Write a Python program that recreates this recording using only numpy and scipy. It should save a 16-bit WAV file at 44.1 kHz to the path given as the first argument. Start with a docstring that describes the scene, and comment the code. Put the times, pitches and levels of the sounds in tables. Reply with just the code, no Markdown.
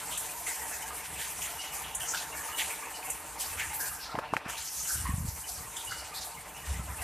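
"""Steady rain on a puddled yard, heard from under the roof of a tiled terrace: three ranges of random ticks
over noise merge into a hiss, coloured, combed by a roof echo and flickering. Splashes from eaves and leaves and
a soft bump close by, spatters on the tiles, drips and ringing trickles are bands of droplet noise. Dull knocks
close by are pressure wiggles with a thud, crack and ring, while the treble sinks. Now and then wind buffets the
microphone as low noise and thumps; a filtered-noise rumble lies below."""
import sys
import numpy as np
from scipy import signal
from scipy.fft import rfft, irfft, next_fast_len
from scipy.io import wavfile

SR = 44100
rng = np.random.default_rng(int(sys.argv[2]) if len(sys.argv) > 2 else 0)


def persist_wave(psi):
    """Save psi, clipped to +-1, as 16-bit WAV."""
    counts = np.round(np.clip(psi, -1, 1) * 32767).astype(np.int16)
    wavfile.write(sys.argv[1], SR, np.atleast_2d(counts).T)


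N = 310023
TIME = np.arange(N) / SR
TOP_HZ = 14210

# low patter of big drops, before its trim: (time [s], level [dB])
PATTER = [(0.0, -47), (0.31, -48.5), (0.68, -45.5), (1.62, -48.5), (2.35, -45.5), (3.27, -49), (3.62, -47),
          (3.89, -49.5), (4.34, -44.5), (4.6, -53), (6.54, -49.5), (7.03, -47.5)]


def undb(db):
    """Decibels to gain."""
    return 10 ** (np.asarray(db) / 20)


def unit(x):
    """Scale to an rms of 1."""
    return x / np.sqrt(np.mean(x ** 2))


def decay(t, t60):
    """Exponential fade that loses 60 dB in t60 seconds."""
    return np.exp(-np.log(1000) * t / t60)


def shape(x, response):
    """Filter by a response given as a function of frequency."""
    size = next_fast_len(x.shape[-1] + 1024)
    hz = np.maximum(np.arange(size // 2 + 1) * SR / size, 1)
    return irfft(rfft(x, size) * response(hz), size)[..., :x.shape[-1]]


def colour(hz, points):
    """Gain of a (frequency [Hz], level [dB]) table on a log-frequency axis."""
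    at, db = np.transpose(points)
    return undb(np.interp(np.log(hz), np.log(at), db))


def bell(hz, centre_hz, octaves):
    """A rounded band around a centre."""
    return np.exp(-.5 * (np.log2(hz / centre_hz) / octaves) ** 2)


def walk(rate, size=N):
    """Random wander with a spread near 1, heading for a new value rate times a second."""
    knots = rng.standard_normal(2048)
    # straight lines between knots shrink the spread; the root restores it
    return np.interp(TIME[:size] * rate, np.arange(len(knots)), knots) * np.sqrt(3 / 2)


def add(out, s, sound):
    """Mix a sound in from time s on."""
    start = int(np.clip(s * SR, 0, N - 1))
    part = sound[..., :N - start]
    out[..., start:start + part.shape[-1]] += part


def droplets(size, per_s, spread_db, share):
    """Mid and side of white rain: ticks of uneven size and place, over the blur of far ones."""
    falls = rng.random(size) < per_s / SR
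    signs = np.sign(rng.standard_normal(size))
    sizes = undb(spread_db * np.minimum(rng.exponential(size=size), 5))
    ticks = falls * signs * sizes
    place = np.stack([np.ones(size), rng.uniform(-1, 1, size) * np.sqrt(3)])
    share = np.clip(share, 0, 1)  # part of the power that the ticks carry
    blur = rng.standard_normal((2, size))
    return np.sqrt(share) * unit(ticks) * place + np.sqrt(1 - share) * blur


def roof_echo(hz, lag_s=0.00666, strength=0.69, dull_hz=850):
    """The terrace roof returns the lows a moment later and combs them."""
    echo = np.clip(strength, 0, .9) / (1 + (hz / dull_hz) ** 3)
    return (1 + echo * np.exp(-2j * np.pi * hz * lag_s)) / np.sqrt(1 + echo ** 2)


def rain(flicker_db=1.55, flicker_rate=35):
    """Big drops patter low, small ones spray high; each range swells and flickers by itself."""
    # centres of the patter, splatter and fine spray: [Hz]
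    range_centres = [900, 3000, 8000]
    # tonal balance of the merged rain: (frequency [Hz], relative level [dB])
    rain_colour = [(120, -100), (230, -92), (450, -86), (600, -86), (900, -78), (1170, -85), (2750, -84),
                   (3400, -89), (4900, -92), (8400, -84), (13500, -90.5)]
    # splatter of middling drops, before its trim: (time [s], level [dB])
    splatter = [(0.0, -47.5), (0.23, -53.5), (1.11, -50), (1.21, -48.5), (1.55, -48.5), (2.31, -54.5),
                (2.47, -48.5), (2.6, -54), (3.37, -51.5), (3.54, -49.5), (4.32, -54.5), (4.68, -57),
                (4.95, -47.5), (5.07, -48.5), (5.21, -61.5), (6.07, -50.5), (6.32, -56.5), (7.03, -52.5)]
    # fine spray, one part before and one after the knocks: (time [s], level [dB])
    fine_spray = [
        [(0.0, -41), (1.07, -43.5), (1.39, -41), (1.91, -53), (2.66, -39), (2.78, -45), (3.32, -46),
         (3.74, -45), (3.95, -57)],
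        [(4.55, -53), (4.67, -40.5), (4.92, -40.5), (5.04, -46.5), (5.74, -45), (6.01, -55), (6.24, -47.5),
         (6.68, -50.5), (7.03, -44.5)],
    ]
    curves = PATTER, splatter, np.concatenate(fine_spray)
    trims_db = 0.5, -1.0, 0.0
    out = 0
    for curve, trim_db, own, range_hz in zip(curves, trims_db, np.eye(len(curves)), range_centres):
        def response(hz):
            # neighbouring ranges crossfade in power
            band = np.sqrt(np.interp(np.log(hz), np.log(range_centres), own))
            return band * colour(hz, rain_colour) * roof_echo(hz)

        # the smaller the drops, the more of them fall
        drops = droplets(size=N, per_s=.6 * range_hz, spread_db=2.0, share=0.38)
        drops = shape(drops, response)
        level_db = np.interp(TIME, *np.transpose(curve)) + trim_db
        out = out + unit(drops) * undb(level_db + flicker_db * walk(flicker_rate))
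    return out


def rumble(waver_db=3.0, rate=18):
    """A faint, restless rumble from far off lies under the rain."""
    # spectrum before the waver: (frequency [Hz], level [dB per Hz])
    rumble_colour = [(22, -104), (40, -80), (62, -72), (105, -85), (170, -81.5), (240, -93.5), (330, -99),
                     (420, -110)]
    white = rng.standard_normal(N) * np.sqrt(SR / 2)  # 0 dB per Hz
    far = shape(white, lambda hz: colour(hz, rumble_colour))
    return far * undb(waver_db * walk(rate))


def splash(hz, octaves, db, rise, t60, sputter_db=1.4, sputter_rate=70):
    """One splash throws up a cloud of droplets that gathers quickly and thins out in spurts."""
    t = TIME[:SR * 2 // 3]
    cloud = droplets(size=len(t), per_s=0.66 * hz, spread_db=1.5, share=0.7)
    cloud = shape(cloud, lambda f: bell(f, hz, octaves))
    cloud = cloud * undb(sputter_db * walk(sputter_rate, size=len(t)))
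    swell = np.minimum(t / rise, 1) * decay(np.maximum(t - rise, 0), t60)
    return unit(cloud) * swell * undb(db)


def splashes(body_t60=0.52, spray_octaves=0.64, spray_t60=0.89):
    """Each splash lands with a pitched body and throws up a bright spray that lingers a little longer."""
    # splashes, mostly water from eaves and leaves, one (4.442 s) a soft bump close by: (time [s], rise [s], #
    # body pitch [Hz], body width [octaves], body level [dB], spray centre [Hz], spray level [dB])
    splash_table = [(.09, 0.038, 3200, 0.27, -41.5, 9000, -39), (.459, 0.012, 2270, 0.67, -40.5, 8400, -36),
                    (0.699, 0.041, 1790, 0.24, -42.5, 6230, -43),
                    (1.166, 0.053, 2440, 0.65, -41, 8600, -38.5),
                    (1.402, 0.023, 2580, 0.39, -40.5, 8400, -37.5),
                    (1.579, 0.045, 4170, 0.71, -43, 8000, -48), (1.70, 0.061, 2130, 0.21, -46, 8800, -39.5),
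                    (1.838, 0.0062, 2970, 0.24, -43.5, 9000, -60),
                    (1.994, 0.0091, 1680, .25, -43, 8200, -39), (2.07, 0.022, 6700, .27, -38.5, 9200, -39),
                    (2.135, 0.018, 4400, 0.92, -36.5, 8500, -56),
                    (2.335, 0.029, 1770, 0.1, -43.5, 9000, -41), (2.573, .017, 2600, 0.61, -34, 8800, -37.5),
                    (2.94, 0.013, 4640, 0.25, -50.5, 8500, -62), (3.022, .04, 2500, 0.22, -44.5, 9850, -42),
                    (3.378, 0.027, 4450, 0.91, -40.5, 9500, -34.5),
                    (3.559, 0.038, 1990, 0.5, -35.5, 8000, -39), (3.72, 0.027, 850, .5, -51, 12000, -35),
                    (3.795, 0.011, 1610, 0.13, -38, 8070, -33.5), (3.982, 0.049, 4600, 0.33, -42, 8100, -57),
                    (4.442, 0.018, 1130, 0.77, -39, 8000, -48.5),
                    (4.475, .025, 2710, 0.28, -41.5, 7360, -42), (4.562, 0.02, 3950, 1, -40, 8500, -46),
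                    (4.63, 0.047, 5640, 0.2, -43, 8500, -49.5), (4.734, 0.07, 6470, 0.15, -38, 8500, -40),
                    (4.865, 0.034, 1494, 0.16, -40.5, 8650, -31.5),
                    (5.245, 0.045, 5760, 0.47, -53, 8200, -40), (5.464, 0.028, 5860, 0.59, -42, 7850, -42),
                    (5.757, .012, 3370, 0.17, -46.5, 7700, -42), (5.906, 0.01, 1450, .2, -44, 7300, -41),
                    (5.98, .005, 4660, 0.22, -45, 7500, -54), (6.133, 0.018, 4250, .22, -41, 8700, -44.5),
                    (6.207, .006, 4940, 0.55, -43.5, 8500, -48), (6.644, 0.028, 4500, 1, -45.5, 7560, -46),
                    (7.006, 0.018, 1820, 0.2, -36, 8160, -38.5)]
    out = np.zeros((2, N))
    for s, rise, hz, octaves, body_db, spray_hz, spray_db in splash_table:
        add(out, s, splash(hz, octaves, body_db, rise, body_t60))
        add(out, s, splash(spray_hz, spray_octaves, spray_db, rise, spray_t60))
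    return out


def spats():
    """A heavy drop on the tiles bursts into a short, bright spatter."""
    # bursts on the tiles: (time [s], level [dB])
    spat_table = [(0.172, -31.5), (1.947, -30), (3.099, -31), (5.846, -37)]
    out = np.zeros((2, N))
    for s, db in spat_table:
        add(out, s, splash(hz=8800, octaves=0.31, db=db, rise=0.0043, t60=.13))
    return out


def patchy(x, count=18, from_hz=550, depth_db=2.25, rate=34):
    """Water falls in clumps of like-sized drops, so each strip above the lowest flickers alone."""
    centres = np.geomspace(from_hz, TOP_HZ, count)
    strips = [shape(x, lambda hz: np.interp(hz, centres, own)) for own in np.eye(count)]
    return strips[0] + sum(strip * undb(depth_db * walk(rate)) for strip in strips[1:])


def drips(count=130, low_hz=700, high_hz=3000, octaves=0.045, under_patter_db=-4.0, spread_db=3.5, t60=0.22):
    """Watery, narrow-pitched drips in the puddles: a few loud, many small that grow with the patter."""
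    # the loudest drips: (time [s], pitch [Hz], level [dB])
    loud_drips = [(.465, 2050, -37.5), (.794, 810, -49), (1.155, 2530, -45), (2.002, 3020, -38.5),
                  (2.132, 1490, -35.5), (2.483, 1240, -41), (2.699, 2330, -40.5), (2.83, 2470, -43),
                  (3.70, 870, -43), (4.077, 1330, -43), (5.051, 1077, -35), (5.055, 1890, -41.5),
                  (5.891, 4660, -42.5)]
    out = np.zeros((2, N))
    for s, hz, db in loud_drips:
        add(out, s, splash(hz, octaves=0.11, db=db, rise=0.0066, t60=0.31))
    s, patter_db = np.transpose(PATTER)
    for when, pitch, strength in rng.random((count, 3)) * [N / SR, 1, 1]:
        hz = low_hz * (high_hz / low_hz) ** pitch
        extra_db = spread_db * min(-np.log(1 - strength), 2)
        db = np.interp(when, s, patter_db) + under_patter_db + extra_db
        add(out, when, splash(hz, octaves, db, 0.0026, t60))
    return out


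def rings():
    """A trickle sets a flowerpot or railing ringing: a very narrow band, always on the same note."""
    # ringing trickles: (time [s], level [dB])
    ring_table = [(1.578, -43), (2.518, -42.5), (4.958, -54), (5.861, -45), (6.551, -49.5)]
    out = np.zeros((2, N))
    for s, db in ring_table:
        add(out, s, splash(hz=2900, octaves=0.032, db=db, rise=0.016, t60=.7))
    return out


def pop(t, hz, cycles):
    """A brief pressure wiggle under a rounded envelope, centred on t = 0."""
    return np.cos(2 * np.pi * hz * t + np.pi / 4) * np.exp(-.5 * (t * hz / cycles) ** 2)


def wind(flutter_db=2.5, flutter_rate=28, thump_cycles=0.27, attack_s=.07, gust_t60=0.46):
    """Eddies flutter on the microphone as gusts build, hold and die; single thumps of air join them."""
    # gusts: (time of full force [s], hold [s], level [dB])
    gust_table = [(3.5, 0.22, -51), (4.978, 0.038, -41.5), (5.1, .17, -37.5), (5.572, .03, -44),
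                  (5.906, .02, -44.5), (6.7, 0.079, -38.5), (6.886, 0.21, -43)]
    # tonal balance of the buffeting: (frequency [Hz], relative level [dB])
    gust_colour = [(20, -30), (40, -5), (65, 8), (130, -8.5), (300, -22), (400, -32), (900, -71)]
    # single low thumps of air: (time [s], pitch [Hz], level [dB])
    thump_table = [(4.463, 190, -30.5), (5.093, 157, -24), (5.104, 111, -34), (5.142, 100, -19.5),
                   (5.184, 121.4, -24), (5.208, 103, -25), (5.252, 133, -26.5), (5.288, 76, -23.5),
                   (6.718, 68, -27), (6.798, 118, -28.5)]
    eddies = unit(shape(rng.standard_normal(N), lambda hz: colour(hz, gust_colour)))
    force = 0
    for s, hold, db in gust_table:
        build = np.clip(1 + (TIME - s) / attack_s, 0, 1)
        force = force + undb(db) * build * decay(np.maximum(TIME - s - hold, 0), gust_t60)
    out = eddies * force * undb(flutter_db * walk(flutter_rate))
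    t = TIME[:SR // 10] - .05
    for s, hz, db in thump_table:
        add(out, s + t[0], undb(db) * pop(t, hz, thump_cycles))
    return out


def dulled(x, above_hz=5700, dull_db=-14, steepness=17.0):
    """Around the knocks the treble of the rain sinks slowly, then comes back almost at once."""
    # at 4.48 s most of the depth goes in one step, the rest within 10 ms
    depth = np.interp(TIME, [3.93, 4.48, 4.48, 4.49], [0, 1, 2 / 7, 0])
    lows = shape(x, lambda hz: 1 / (1 + (hz / above_hz) ** steepness))
    return lows + (x - lows) * undb(dull_db * depth)


def knocks(lead_s=0.00626, thud_s=0.0012, click_cycles=0.41, ring_t60=0.039,
           crack_hz=4500, crack_db=-32, crack_t60=0.096):
    """A soft thud, a moment later a snap with a faint crack, then a short dull ring."""
    # dull knocks close by: (time [s], snap pitch [Hz], snap level [dB], thud level [dB], ring level [dB])
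    knock_table = [(4.1528, 800, -24, -30.5, -29), (4.1885, 1080, -15.5, -28.5, -26),
                   (4.3374, 920, -11.5, -26.5, -28), (4.3675, 1890, -11, -33, -29)]
    out, before = np.zeros(N), .015  # room ahead of the snap [s]
    t = TIME[:SR // 8] - before
    for s, hz, db, thud_db, ring_db in knock_table:
        push = (t + lead_s) / thud_s
        thud = -2 * push * np.exp(-push ** 2)
        ring = unit(shape(rng.standard_normal(len(t)), lambda f: bell(f, 770, 1.0)))
        ring = ring * np.clip(t * hz, 0, 1) * decay(np.abs(t), ring_t60)
        crack = unit(shape(rng.standard_normal(len(t)), lambda f: bell(f, crack_hz, 1.3)))
        crack = crack * np.clip(1 + t / lead_s, 0, 1) * decay(np.abs(t), crack_t60)
        snap = pop(t, hz, click_cycles) + undb(crack_db) * crack
        add(out, s - before, undb(thud_db) * thud + undb(db) * snap + undb(ring_db) * ring)
    return out


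def scene():
    """Knocks, wind and rumble sit in the middle; the treble of the water spreads to both sides."""
    # stereo width of the water: (frequency [Hz], gain of the side signal [dB])
    side_width = [(3000, -75), (3800, -55), (4250, -64), (5800, -12), (8200, -4), (14000, -3.5)]
    falling = patchy(rain() + splashes() + spats())
    mid, side = dulled(falling + drips() + rings())
    mid = mid + knocks() + wind() + rumble()
    side = shape(side, lambda hz: colour(hz, side_width))
    return np.stack([mid + side, mid - side])


def record(dry, low_cut_hz=40):
    """The phone drops the deepest bass and cuts the top steeply."""
    thin = shape(dry, lambda hz: 1 / np.sqrt(1 + (low_cut_hz / hz) ** 6))
    return signal.sosfilt(signal.ellip(12, .1, 80, TOP_HZ, fs=SR, output="sos"), thin)


dry = scene()
out = record(dry)
persist_wave(out)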